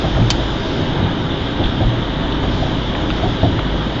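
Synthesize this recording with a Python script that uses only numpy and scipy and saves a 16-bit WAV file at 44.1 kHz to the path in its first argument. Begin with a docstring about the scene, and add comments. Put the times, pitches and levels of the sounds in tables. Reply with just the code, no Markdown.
"""Front and then rear wheels thump over evenly spaced bridge joints, heard inside a car in traffic.
Each blow is a tyre slap, a floor thud and a body thump, with a cabin boom and a bounce of the springs.
Underneath, the tyres roar through the body, the cabin drones and hums, wind hisses at the window
and the hiss of other cars swells as they pass. Something hard knocks once close by,
and the loose trim ticks faintly."""
import sys
import numpy as np
from scipy import signal
from scipy.fft import rfft, irfft
from scipy.io import wavfile
from scipy.ndimage import uniform_filter1d

SR = 44100
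rng = np.random.default_rng(int(sys.argv[2]) if len(sys.argv) > 2 else 0)


def output_pcm(signal):
    """Save a mono or channel-first signal as 16-bit PCM at the path in sys.argv[1].

    Samples are clipped to [-1, 1] before scaling.
    """
    pcm = np.clip(np.atleast_2d(signal).T, -1, 1) * 32767
    wavfile.write(sys.argv[1], SR, np.round(pcm).astype(np.int16))


N = 176400  # 4 s


def amp(db):
    """Decibels to gain."""
    return 10 ** (np.asarray(db) / 20)


def unit(x):
    """Scales to rms 1."""
    return x / np.sqrt(np.mean(x ** 2) + 1e-20)


def colour(points, hz):
    """Reads an EQ curve in dB on a log-frequency axis."""
    f, db = np.transpose(points)
    return np.interp(np.log(hz + 1), np.log(f), db)


def fader(points):
    """Reads a fader ride at every sample."""
    return np.interp(np.arange(N) / SR, *np.transpose(points))


def add(mix, start_s, sound):
    """Drops a sound into the mix at its cue."""
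    part = mix[max(round(start_s * SR), 0):][:len(sound)]
    part += sound[:len(part)]


def band_noise(eq):
    """One second of coloured noise with an evened envelope, so that blows keep their strength."""
    shape = amp(colour(eq, np.arange(SR // 2 + 1)))
    analytic = signal.hilbert(irfft(shape * rfft(rng.standard_normal(SR))))
    even = rfft(analytic.real / (abs(analytic) + 1e-12))
    return unit(irfft(shape * even / (abs(even) + 1e-12)))


def envelope(rise, hold, t60):
    """One second of attack, hold and exponential release; times in seconds."""
    t = np.arange(SR) / SR
    attack = np.minimum(t / max(rise, 1e-5), 1)
    return attack * amp(-60 * np.maximum(t - rise - hold, 0) / t60)


def rush(eq, patch_db, swell_db):
    """Turbulent noise: a spectrum with drifting patches and a slow swell."""
    frames, hz = N // 512 + 6, np.fft.rfftfreq(2048, 1 / SR)
    real, imag, patches = rng.standard_normal((3, frames, len(hz)))
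    patches = uniform_filter1d(patches, size=6, axis=0)  # smooth in time
    patches = unit(uniform_filter1d(patches, size=14, axis=1))  # and in frequency
    swell = unit(uniform_filter1d(rng.standard_normal(frames), size=14))[:, None]
    spectra = (real + 1j * imag) * amp(colour(eq, hz) + patch_db * patches + swell_db * swell)
    return unit(signal.istft(spectra.T, nperseg=2048, noverlap=1536)[1][:N])


# EQ of the other cars' tyre hiss: f/Hz, relative level/dB
TRAFFIC_EQ = [(1000, -3), (3000, 0.5), (4500, 0), (5100, -1.5), (5700, -6), (6300, -8), (6900, -10),
              (7400, -21.5), (7750, -56.5)]
# Fader ride on that hiss: t/s, relative level/dB
TRAFFIC_RIDE = [(0, -41), (.1, -40.5), (.25, -43.5), (.75, -42.5), (1.05, -47.5), (1.4, -47.5), (1.8, -47),
                (2.4, -48.5), (2.58, -42), (2.9, -48), (3.2, -44), (3.6, -47), (4, -47)]


def traffic_hiss(gain_db=5.5):
    """Tyre hiss swells as other cars go by."""
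    return amp(fader(TRAFFIC_RIDE) + gain_db) * rush(TRAFFIC_EQ, patch_db=2, swell_db=0.3)


# EQ of the wind at the window seal: f/Hz, relative level/dB
WIND_EQ = [(1500, -30.5), (2600, -16), (2850, -4.5), (3080, -2.5), (3400, 1), (3780, -1.5), (4150, -14.5),
           (5000, -28.5), (7300, -51.5), (7800, -92)]


def window_wind(level_db=-32):
    """Air hisses past the window seal in a narrow, bright band."""
    return amp(level_db) * rush(WIND_EQ, patch_db=0.96, swell_db=-0.33)


# Panel and air resonances: f/Hz, width/Hz, level/dB
CABIN_MODES = [(92.6, 12, -33), (116, 16, -31.5), (277, 19, -35), (402, 8.5, -37), (519, 31, -41),
               (645, 16, -43), (835, 12, -43.5), (1573, 71, -44.5), (3096, 210, -42.5)]


def cabin_hum():
    """Narrow resonances, excited by road and wind, hum unevenly under the roar."""
    hz, out = np.fft.rfftfreq(N, 1 / SR), np.zeros(N)
    for centre_hz, width_hz, db in CABIN_MODES:
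        peak = 1 / (1 + ((hz - centre_hz) / width_hz) ** 2) ** 2
        out += amp(db) * unit(irfft(peak * rfft(rng.standard_normal(N)), N))
    return out


# Fader ride on the cabin drone: t/s, level/dB
DRONE_RIDE = [(0, -28.5), (.15, -22), (.48, -22.5), (.65, -39.5), (1.5, -35.5), (2.15, -33.5), (2.3, -24),
              (2.8, -26.5), (3, -31), (3.2, -22), (3.4, -34), (3.75, -20.5), (4, -35)]


def cabin_drone(pitch_hz=51.65, wander_depth=0.026):
    """The running car holds a low, wavering note."""
    wander = unit(uniform_filter1d(rng.standard_normal(N), size=5000))
    turns = np.cumsum(pitch_hz * (1 + wander_depth * wander)) / SR
    return amp(fader(DRONE_RIDE)) * unit(np.sin(2 * np.pi * turns))


# EQ of the road roar in the cabin: f/Hz, relative level/dB
ROAD_EQ = [(12, -20.5), (25, -2.5), (55, -4.5), (74, -5.5), (100, -7.5), (130, -5), (150, 0), (185, -5),
           (230, -4.5), (280, -4.5), (325, -3.5), (365, -9.5), (470, -15), (530, -12), (700, -13.5),
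           (780, -16.5), (930, -14), (1060, -19), (1200, -18), (1750, -21.5), (2400, -27.5), (4200, -43),
           (7300, -68), (7800, -100)]


def road_roar(level_db=-20):
    """The car's own tyres lay down a dark bed, heard through floor and doors."""
    return amp(level_db) * rush(ROAD_EQ, patch_db=0.85, swell_db=0.5)


# Cues for the trim: t/s, level before the low-pass/dB, centre f/Hz, half width/octaves, t60/s
TICK_CUES = [(1.639, -16.5, 3370, 0.22, 0.042), (1.655, -22.5, 3270, 0.31, 0.061),
             (2.322, -21.5, 3380, 0.23, 0.03), (2.949, -20, 1550, 0.72, 0.028),
             (3.103, -12.5, 1750, 1.1, 0.0088), (3.11, -19, 1750, 1.2, .018),
             (3.178, -20.5, 1250, 0.75, 0.029), (3.591, -17.5, 1490, 1.1, 0.023)]


def trim_ticks(lowpass_hz=4200):
    """Loose plastic gives dry ticks, each in its own band, with the top rolled off."""
    out, hz = np.zeros(N), np.geomspace(100, 12000, num=48)
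    for start_s, db, centre_hz, octaves, t60 in TICK_CUES:
        eq = np.column_stack([hz, -6 * (np.log2(hz / centre_hz) / octaves) ** 2])
        add(out, start_s, amp(db) * band_noise(eq) * envelope(0.00054, 0.00016, t60))
    return signal.sosfilt(signal.butter(8, lowpass_hz, fs=SR, output="sos"), out)


# Cues for one knock and its two quick rebounds: t/s, level/dB
KNOCK_CUES = [(0.3033, -10.5), (0.306, -16), (0.3076, -19)]
# EQ of its crack: f/Hz, relative level/dB
CRACK_EQ = [(300, -28), (1000, -1), (1600, -8), (2100, -4.5), (2600, 1), (3700, -4.5), (4400, 2),
            (5200, -2), (6200, -7.5), (7400, -9.5), (7900, -37), (8600, -35), (9200, -68)]
# Modes of its ring: f/Hz, relative level/dB, t60/s
RING_MODES = [(2880, -15, 0.016), (3120, -4, 0.061), (3601, -13, .03), (4200, -8, 0.042),
              (4457, -6.5, 0.036), (5160, -20, .05), (5720, -24, .058), (6240, -12.5, .04),
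              (7050, -21, 0.04)]


def knock(tail_db=-21):
    """Something hard clacks close by: a crack, a short ring and a brief cabin tail."""
    out, t = np.zeros(N), np.arange(SR) / SR
    snap = envelope(rise=0.0004, hold=0, t60=0.032)
    tail = amp(tail_db) * envelope(rise=0.0019, hold=0, t60=0.2)
    for start_s, db in KNOCK_CUES:
        crack = band_noise(CRACK_EQ) * (snap + tail)
        ring = sum(amp(mode_db) * envelope(0, 0, t60) * np.sin(2 * np.pi * (hz * t + rng.random()))
                   for hz, mode_db, t60 in RING_MODES)
        add(out, start_s, amp(db) * (crack + ring))
    return out


# EQ of the body's deep thump: f/Hz, relative level/dB
THUMP_EQ = [(15, -26), (35, -11), (68, -7.5), (92, -3), (115, -0.5), (135, -8), (220, -9), (380, -16),
            (600, -34), (1500, -65), (7000, -110)]
# EQ of the tyre's midrange slap: f/Hz, relative level/dB
SLAP_EQ = [(150, -16), (350, -7.5), (480, -8.5), (590, -4.5), (655, 0.5), (700, -1), (755, -1.5),
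           (830, -11), (1000, -21.5), (2000, -31), (6000, -55.5), (8000, -100)]
# Cues for axles hitting joints, front then rear:
# t/s, thump level/dB, slap level/dB, rise of both/s, thud level/dB, boom level/dB, bounce level/dB
AXLE_CUES = [(0.039, -18, -18.5, 0.0022, -27, -32, -32), (.163, -12.5, -21, 0.012, -9, -14.5, -15),
             (.79, -40, -29, 0.012, -25, -41, -40), (0.99, -18, -33, 0.0075, -15, -33, -36),
             (1.598, -27.5, -23.5, 0.011, -13.5, -28, -10), (1.804, -19, -18.5, 0.0037, -8.5, -14, -10),
             (2.43, -28, -26.5, 0.027, -28, -40, -25), (2.616, -21, -20, 0.011, -14, -24, -33),
             (3.226, -20.5, -18, 0.0096, -20, -34, -13.5), (3.428, -14, -15, 0.004, -8, -25, -27)]


def deck_joints(thud_hz=90.7, boom_hz=116.4, bounce_hz=39.4):
    """Each axle slaps the joint, shakes the body, thuds into the floor and sets the cabin air booming."""
    out, t = np.zeros(N), np.arange(SR) / SR
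    thud = -np.sin(2 * np.pi * thud_hz * t) * envelope(rise=0.005, hold=0, t60=0.2)
    boom_swell = envelope(rise=0.089, hold=0.032, t60=0.38)
    delay_s, width_s = 0.064, 0.016  # the suspension rebounds a moment after the blow
    bounce = np.sin(2 * np.pi * bounce_hz * t) * np.exp(-((t - delay_s) / width_s) ** 2)
    for start_s, thump_db, slap_db, rise, thud_db, boom_db, bounce_db in AXLE_CUES:
        thump = band_noise(THUMP_EQ) * envelope(rise, hold=0.031, t60=0.32)
        slap = band_noise(SLAP_EQ) * envelope(rise, hold=0.0064, t60=0.15)
        boom = np.sin(2 * np.pi * (boom_hz * t + rng.random())) * boom_swell
        impact = amp(thump_db) * thump + amp(slap_db) * slap + amp(thud_db) * thud
        add(out, start_s, impact + amp(boom_db) * boom + amp(bounce_db) * bounce)
    return out


def scene():
    """Mono mix inside the car: the driving bed with the hits on top."""
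    bed = road_roar() + cabin_hum() + window_wind() + traffic_hiss() + cabin_drone()
    return (bed + deck_joints() + knock() + trim_ticks())[None]


def record(dry):
    """A soft clip rounds off the highest peaks, then a steep low-pass takes off the top."""
    ceiling, cutoff_hz = 0.78, 8960
    rounded = dry / (1 + (dry / ceiling) ** 8) ** (1 / 8)
    lowpass = signal.firwin(511, cutoff_hz, window=("kaiser", 9), fs=SR)
    return signal.oaconvolve(rounded, lowpass[None], "same")


dry = scene()
out = record(dry)
output_pcm(out)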